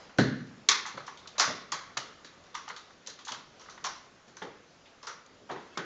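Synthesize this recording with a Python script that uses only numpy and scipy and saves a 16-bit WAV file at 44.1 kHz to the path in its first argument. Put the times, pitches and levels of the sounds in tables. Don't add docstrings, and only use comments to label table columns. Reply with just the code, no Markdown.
import sys
import numpy as np
from scipy import signal
from scipy.fft import rfft, irfft, next_fast_len
from scipy.io import wavfile
from scipy.ndimage import uniform_filter1d

SR = 44100
rng = np.random.default_rng(int(sys.argv[2]) if len(sys.argv) > 2 else 0)


def bounce(signal):
    frames = np.transpose(np.atleast_2d(signal))
    limited = np.clip(frames, -1, 1)
    pcm = np.round(limited * 32767).astype(np.int16)
    wavfile.write(sys.argv[1], SR, pcm)


def undo_db(level):
    steps = np.asarray(level, float) / 20
    return 10 ** steps


N = 257979


def evened(x):
    return x / np.sqrt(np.mean(x ** 2) + 1e-20)


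def read(points, hz):
    f, value = np.transpose(points)
    return np.interp(np.log(hz + 1), np.log(f + 1), value)


def add(mix, s, sound):
    part = mix[round(s * SR):][:len(sound)]
    part += sound[:len(part)]


def blow(hz, looseness, tilt_db, body, ring_db, ring_width, luck, scatter_db):
    u = np.arange(2000) / SR / (0.015 * np.clip(looseness, .03, 1))
    envelope = u * np.exp(-u * (1 + u / 4))
    impacts = luck[:2000] * undo_db(scatter_db * luck[2000:]) * envelope
    f = abs(np.fft.fftfreq(4096, 1 / SR))
    octaves = np.log2((f + 20) / hz)
    mode_db = ring_db / (1 + (octaves / ring_width) ** 2)
    colour_db = read(body, f) + tilt_db * np.clip(octaves, -2, 2) + mode_db
    log_gain = np.log(undo_db(colour_db))
    phase = -signal.hilbert(log_gain).imag
    ring = np.fft.ifft(np.exp(log_gain + 1j * phase)).real[:3000]
    sound = signal.fftconvolve(impacts, ring)
    sound /= abs(sound).max()
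    energy = (sound ** 2).sum()
    return sound, evened(ring) * np.sqrt(energy / len(ring))


# t/ms, level/dB
NEAR_ECHOES = [(3, -6.5), (8, -3.5), (14, -5.5), (26, -7), (37, -15.5), (51, -28)]
FIRM_DB = -30


def struck(events, body, places, looseness, tilt_db, harder_db, ring_db, ring_width, scatter_db, hall_db):
    out = np.zeros((1 + places, N))
    luck = rng.standard_normal((len(events), 4000))
    for k, (s, db, hz, wet_db) in enumerate(events):
        bright_db = tilt_db + harder_db * (db - FIRM_DB)
        sound, all_round = blow(hz, looseness, bright_db, body, ring_db, ring_width, luck[k], scatter_db)
        add(out[0], s - .001, undo_db(db) * sound)
        for j, (ms, echo_db) in enumerate(NEAR_ECHOES):
            delay_s = ms / 1000 * (1 + .06 * luck[k, j])
            add(out[0], s + delay_s, undo_db(db + wet_db + echo_db - 6.5) * sound)
        add(out[1 + k % places], s, undo_db(db + wet_db + hall_db) * all_round)
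    return out


# f/Hz, level/dB per Hz
STOCK_COLOUR = [(300, -41.5), (650, -20.5), (850, -3), (1100, -1), (1600, -5.5), (2100, -8), (2500, -19.5),
                (3500, -16), (9000, -69)]


def on_stock(events, places, looseness, tilt_db, harder_db=0):
    return struck(events, STOCK_COLOUR, places, looseness, tilt_db, harder_db,
                  ring_db=7.5, ring_width=0.16, scatter_db=6.5, hall_db=0.5)


# t/s, blow level/dB, favoured f/Hz, hall level/dB
CATCH_BLOWS = [(0.185, -18, 1597, -1), (0.687, -15.5, 2260, 3), (0.688, -19.5, 1116, 0.5),
               (0.853, -27.5, 840, -1.5), (0.975, -32, 1270, -4.5), (1.078, -28.5, 1050, -3),
               (1.38, -26.5, 1010, 2.5), (1.397, -14, 1340, -3.5), (1.414, -19, 1120, 3.5),
               (1.721, -21.5, 1136, 0.5), (1.97, -21, 1290, -4.5), (2.55, -24, 1120, -4),
               (2.678, -31, 900, -4), (2.699, -27, 1370, -6), (3.27, -36, 920, -4), (3.285, -31.5, 1020, 0),
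               (3.321, -30, 1350, -4.5), (3.686, -33.5, 1360, -3.5), (3.844, -26, 1046, 0.5),
               (3.869, -27, 1080, -7.5), (4.419, -27.5, 790, -2), (5.071, -29.5, 1360, 3),
               (5.496, -32, 960, 3.5), (5.518, -43, 940, 8.5), (5.772, -22, 1470, 1)]


def catches(places):
    return on_stock(CATCH_BLOWS, places, looseness=0.31, tilt_db=0.36, harder_db=0.3749)


# t/s, blow level/dB, favoured f/Hz, hall level/dB
GRIP_BLOWS = [(0.094, -43, 1470, 0), (0.41, -51, 1550, -2), (0.882, -36.5, 1130, 1), (1.003, -38, 1410, -5),
              (1.258, -38.5, 1200, -5), (1.355, -48, 1480, 10), (2.247, -38.5, 1740, -4),
              (2.304, -49, 1490, -13), (2.543, -36, 1140, -8), (2.765, -38.5, 1280, -0.5),
              (2.905, -44, 1280, -11), (3.072, -44.5, 1720, 6), (3.189, -43, 1120, -2),
              (3.344, -36, 1230, -5), (3.596, -52.5, 1300, 8), (3.66, -42, 1710, -12),
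              (3.778, -37.5, 1150, -6), (4.369, -39.5, 1610, -2.5), (5.031, -37.5, 1140, -0.5),
              (5.559, -41, 855, 7)]


def grips(places):
    return on_stock(GRIP_BLOWS, places, looseness=0.26, tilt_db=1.5)


# f/Hz, level/dB per Hz
STEEL_COLOUR = [(800, -54), (1800, -15.5), (2600, -5.5), (3600, -2), (4400, 1), (5000, -1.5), (6000, 0.5),
                (7500, -5.5), (9000, -9.5)]


def on_steel(events, places, looseness, tilt_db, harder_db=0):
    return struck(events, STEEL_COLOUR, places, looseness, tilt_db, harder_db,
                  ring_db=7, ring_width=0.1, scatter_db=7.0, hall_db=-1.0)


# t/s, blow
# level/dB, favoured f/Hz, hall level/dB
CLACK_BLOWS = [(1.7208, -21, 6450, -5.5), (0.6881, 0, 3830, -5.5), (0.6967, -8.5, 5330, -4.5),
               (0.714, -7.5, 5500, -4.5), (0.862, -26.5, 6340, 3), (1.274, -29.5, 3670, -4),
               (1.3811, -19.5, 6560, 7.5), (1.3964, -2.5, 5130, 0), (1.403, -13.5, 5720, 1),
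               (1.7200, -17.5, 6570, -2.5), (1.7262, -25.5, 4530, 1.5), (1.9706, -19.5, 2930, -4.5),
               (1.9735, -16.5, 3000, -6.5), (2.55, -26, 5640, -1), (2.6873, -28, 4250, 0),
               (2.7632, -31, 3740, 1.5), (3.0725, -21.5, 6400, -3.5), (3.2505, -33, 6850, 2),
               (3.2801, -27.5, 3420, 3), (3.3192, -21, 3200, -1.5), (3.8411, -25, 5700, 8.5),
               (3.8649, -23.5, 5710, -10), (4.368, -32, 6200, 0), (5.0699, -26.5, 5750, 1.5),
               (5.261, -40, 6800, -15), (5.7748, -23, 3420, -6.5)]


def clacks(places):
    return on_steel(CLACK_BLOWS, places, looseness=0.23, tilt_db=-1.0, harder_db=0.0641)


# t/s, blow level/dB, favoured f/Hz
TICK_BLOWS = [(0.1758, -41, 6030), (0.4674, -52, 3030), (0.973, -39, 4160), (1.066, -38, 5900),
              (1.173, -38.5, 3620), (2.2457, -38, 3950), (2.438, -47.5, 3600), (2.5438, -37, 3520),
              (2.5753, -40, 5740), (2.639, -43.5, 3380), (2.6786, -36, 2960), (2.9045, -50, 3490),
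              (3.0632, -37, 4100), (3.098, -34.5, 4130), (3.19, -39.5, 3330), (3.596, -44, 5700),
              (3.6125, -42.5, 5770), (3.697, -39, 5970), (3.979, -53, 5700), (4.28, -49, 6700),
              (4.424, -34.5, 3160), (4.874, -57, 3050), (.185, -15.5, 4150), (5.029, -35, 5500),
              (5.4953, -45, 3020), (5.5139, -38, 3960), (5.5986, -50, 3080)]


def ticks(places):
    hall_level_db = 2.5
    events = [(*row, hall_level_db) for row in TICK_BLOWS]
    return on_steel(events, places, looseness=0.27, tilt_db=-3.0)


# f/Hz, level/dB per Hz
BOARD_COLOUR = [(40, -26), (90, -9), (130, -2), (260, -3), (400, -4.5), (600, -8.5), (800, -13.5),
                (1200, -23), (9000, -65.5)]


def on_boards(events, places, looseness, tilt_db, harder_db=0):
    return struck(events, BOARD_COLOUR, places, looseness, tilt_db, harder_db,
                  ring_db=10.5, ring_width=0.34, scatter_db=1.5, hall_db=-1.5)


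# t/s, blow level/dB, favoured f/Hz, hall level/dB
STAMP_BLOWS = [
    (0.176, -40, 400, -13),
    (.187, -13.5, 253, 0.5),
]


def stamp(places):
    return on_boards(STAMP_BLOWS, places, looseness=0.41, tilt_db=0.0)


# f/Hz, level/dB, t60/s
PANEL_MODES = [(128.8, -14, 0.2), (148.7, -15, 0.18), (184.3, -19.5, 0.21), (228.7, -26, 0.53),
               (259.3, -25, 0.5), (381, -21.5, 0.2), (470, -45, 0.13)]


def panel():
    t, out = np.arange(SR) / SR, np.zeros(N)
    boom = np.zeros(SR)
    for hz, db, t60 in PANEL_MODES:
        boom += undo_db(db - 60 * t / t60) * np.sin(2 * np.pi * hz * t)
    swell = 1 - np.exp(-t / 0.017)
    add(out, STAMP_BLOWS[-1][0], boom * swell)
    return out


# t/s, blow level/dB, favoured f/Hz, hall level/dB
HEEL_BLOW = [
    (0.1855, -12.5, 1545, -4.5),
]
# f/Hz, level/dB per Hz
PLATE_COLOUR = [(500, -49), (1100, -23), (1450, 8.5), (1800, 0), (2200, -11), (3000, -34), (9000, -60)]


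def heel(places):
    return struck(HEEL_BLOW, PLATE_COLOUR, places, looseness=0.11, tilt_db=3.1, harder_db=0,
                  ring_db=6.5, ring_width=0.17, scatter_db=-2, hall_db=0.8)


# t/s, blow level/dB, favoured f/Hz, hall level/dB
THUD_BLOWS = [(0.686, -32.5, 430, 1), (0.941, -42.5, 159, 5.5), (1.474, -35, 162, -1.5),
              (1.491, -33.5, 620, 3), (1.721, -42, 570, 4), (1.967, -38.5, 750, 6.5), (2.248, -49, 274, -6),
              (3.079, -50.5, 560, 3.5), (3.309, -46.5, 680, 7.5), (3.57, -50, 347, -5),
              (4.277, -49, 397, 4.5), (4.415, -43.5, 495, 13.5), (5.412, -47.5, 484, 3),
              (5.502, -36.5, 406, 7.5), (5.772, -29, 390, 1.5), (.186, -20.5, 412, -0.5)]


def thuds(places):
    return on_boards(THUD_BLOWS, places, looseness=0.39, tilt_db=3.0, harder_db=0.14)


# t/s, blow level/dB, favoured f/Hz, hall level/dB
PALM_BLOWS = [(0.974, -35, 600, -3), (1.381, -32, 606, 0), (1.398, -30, 700, 4), (2.7, -46, 500, 6.5),
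              (3.845, -40, 750, 7), (5.032, -46, 580, 2), (5.072, -48.5, 500, 7.5),
              (5.4905, -34.5, 700, -3), (5.497, -35, 680, 7)]


def palms(places):
    return on_boards(PALM_BLOWS, places, looseness=0.53, tilt_db=10.5)


def scuff():
    start_s, level_db, band_hz, t60_s = 4.852, -56, (1600, 4100), 0.37
    t, out = np.arange(SR // 4) / SR, np.zeros(N)
    grains = rng.standard_normal(len(t)) * undo_db(4 * rng.standard_normal(len(t)))
    band = signal.butter(2, band_hz, "band", fs=SR, output="sos")
    brush = evened(signal.sosfilt(band, grains))
    add(out, start_s, brush * np.minimum(t / .006, 1) * undo_db(level_db - 60 * t / t60_s))
    return out


# from t/s, to t/s, f/Hz, level/dB
STEEL_RINGS = [(5.712, 5.76, 2640, -58), (5.715, 5.775, 3370, -61), (5.75, 5.775, 2170, -56),
               (4.55, 4.8, 6150, -69), (3.86, 4, 5750, -60)]


def chain():
    out = np.zeros(N)
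    for start, end, hz, db in STEEL_RINGS:
        count = round((end - start) * SR)
        slow_noise = uniform_filter1d(rng.standard_normal((2, SR)), 400, axis=1)
        waver, drift = evened(slow_noise)[:, :count]
        turns = np.cumsum(hz * (1 + 0.013 * drift)) / SR
        tone = np.sin(2 * np.pi * turns) * signal.windows.hann(count)
        add(out, start, undo_db(db + 4.4 * waver) * tone)
    return out


# f/Hz, t60/s
HALL_DECAY = [(120, 0.84), (330, 0.7), (870, 0.5), (2300, 0.61), (6000, 0.41), (9000, 0.27)]


def hall_tails(count):
    taps = np.zeros((count, SR))
    slots = np.arange(0, SR - 20, 12)
    at = slots + rng.integers(0, 12, (count, len(slots)))
    np.put_along_axis(taps, at, rng.choice([-1., 1.], at.shape), 1)
    hz, t, z = signal.stft(taps, SR, nperseg=256)
    decay_db = -60 * t / read(HALL_DECAY, hz)[:, None]
    tails = signal.istft(z * undo_db(decay_db), SR, nperseg=256)[1][:, :SR]
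    t = np.arange(SR) / SR
    tails *= 1 - np.exp(-t / 0.0076)
    tails *= 1 + 0.57 * np.exp(-t / 0.032)
    clumps = evened(uniform_filter1d(rng.standard_normal(tails.shape), 250, axis=1))
    tails *= undo_db(1.48 * clumps)
    return tails / np.linalg.norm(tails, axis=1)[:, None]


# f/Hz, level/dB per Hz
HUSH_COLOUR = [(15, -67), (25, -26), (54, -10), (254, -6), (316, -9.5), (347, -6.5), (522, -7),
               (948, -11.5), (1200, -10), (2780, -17), (4600, -18.5), (6280, -20.5), (7600, -24.5),
               (9880, -62.5), (16700, -120)]
# t/s, level/dB
SHUFFLE_LIFT = [(0, 12.5), (.17, 6), (1.2, 7.5), (2.4, 6.5), (3.45, 4.5), (3.7, 8.5), (4.1, 5), (5.4, 4.5),
                (5.85, 8)]


def hush():
    base_db = -62.5
    frames, hz = N // 256 + 5, np.fft.rfftfreq(1024, 1 / SR)
    a, b, patches = rng.standard_normal((frames, 513, 3)).T
    patches = evened(uniform_filter1d(uniform_filter1d(patches, 12, 0), 12, 1))
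    z = (a + 1j * b) * undo_db(read(HUSH_COLOUR, hz)[:, None] + 1.4 * patches)
    air = evened(signal.istft(z, nperseg=1024, noverlap=768)[1])[:N]
    frame_at = np.arange(frames) * 256
    lift_db = np.interp(frame_at / SR, *np.transpose(SHUFFLE_LIFT))
    return undo_db(base_db + np.interp(np.arange(N), frame_at, lift_db)) * air


def scene():
    tails = hall_tails(count=5)
    places = len(tails)
    rifles = catches(places) + grips(places) + clacks(places) + ticks(places) + palms(places)
    floor = stamp(places) + heel(places) + thuds(places)
    blows = rifles + floor
    boom = panel()
    blows[0] += undo_db(-1.5) * boom
    blows[1] += undo_db(-8) * boom
    hall = signal.fftconvolve(blows[1:], tails, axes=1)[:, :N].sum(0)
    return (blows[0] + hall + chain() + hush() + scuff())[None]


def roll_off(x):
    return signal.sosfilt(signal.butter(12, 8920, fs=SR, output="sos"), x)


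def record(dry):
    first_rate_hz = 16000
    size = next_fast_len(N)
    hz = np.fft.rfftfreq(size, 1 / SR)
    kept_db = read([(7000, -1.5), (7500, -8.5), (7850, -16.5), (8000, -33.0), (8300, -85)], hz)
    kept = irfft(rfft(dry, size) * undo_db(kept_db), size)
    mirrored = kept * 2 * np.cos(2 * np.pi * first_rate_hz * np.arange(size) / SR)
    leak_db = read([(8000, -11), (8300, -7.5), (8600, -17.5), (9100, -43.5), (9300, -110)], hz)
    raised = kept + irfft(rfft(mirrored) * undo_db(leak_db), size)
    return roll_off(raised[:, :N])


dry = scene()
out = record(dry)
bounce(out)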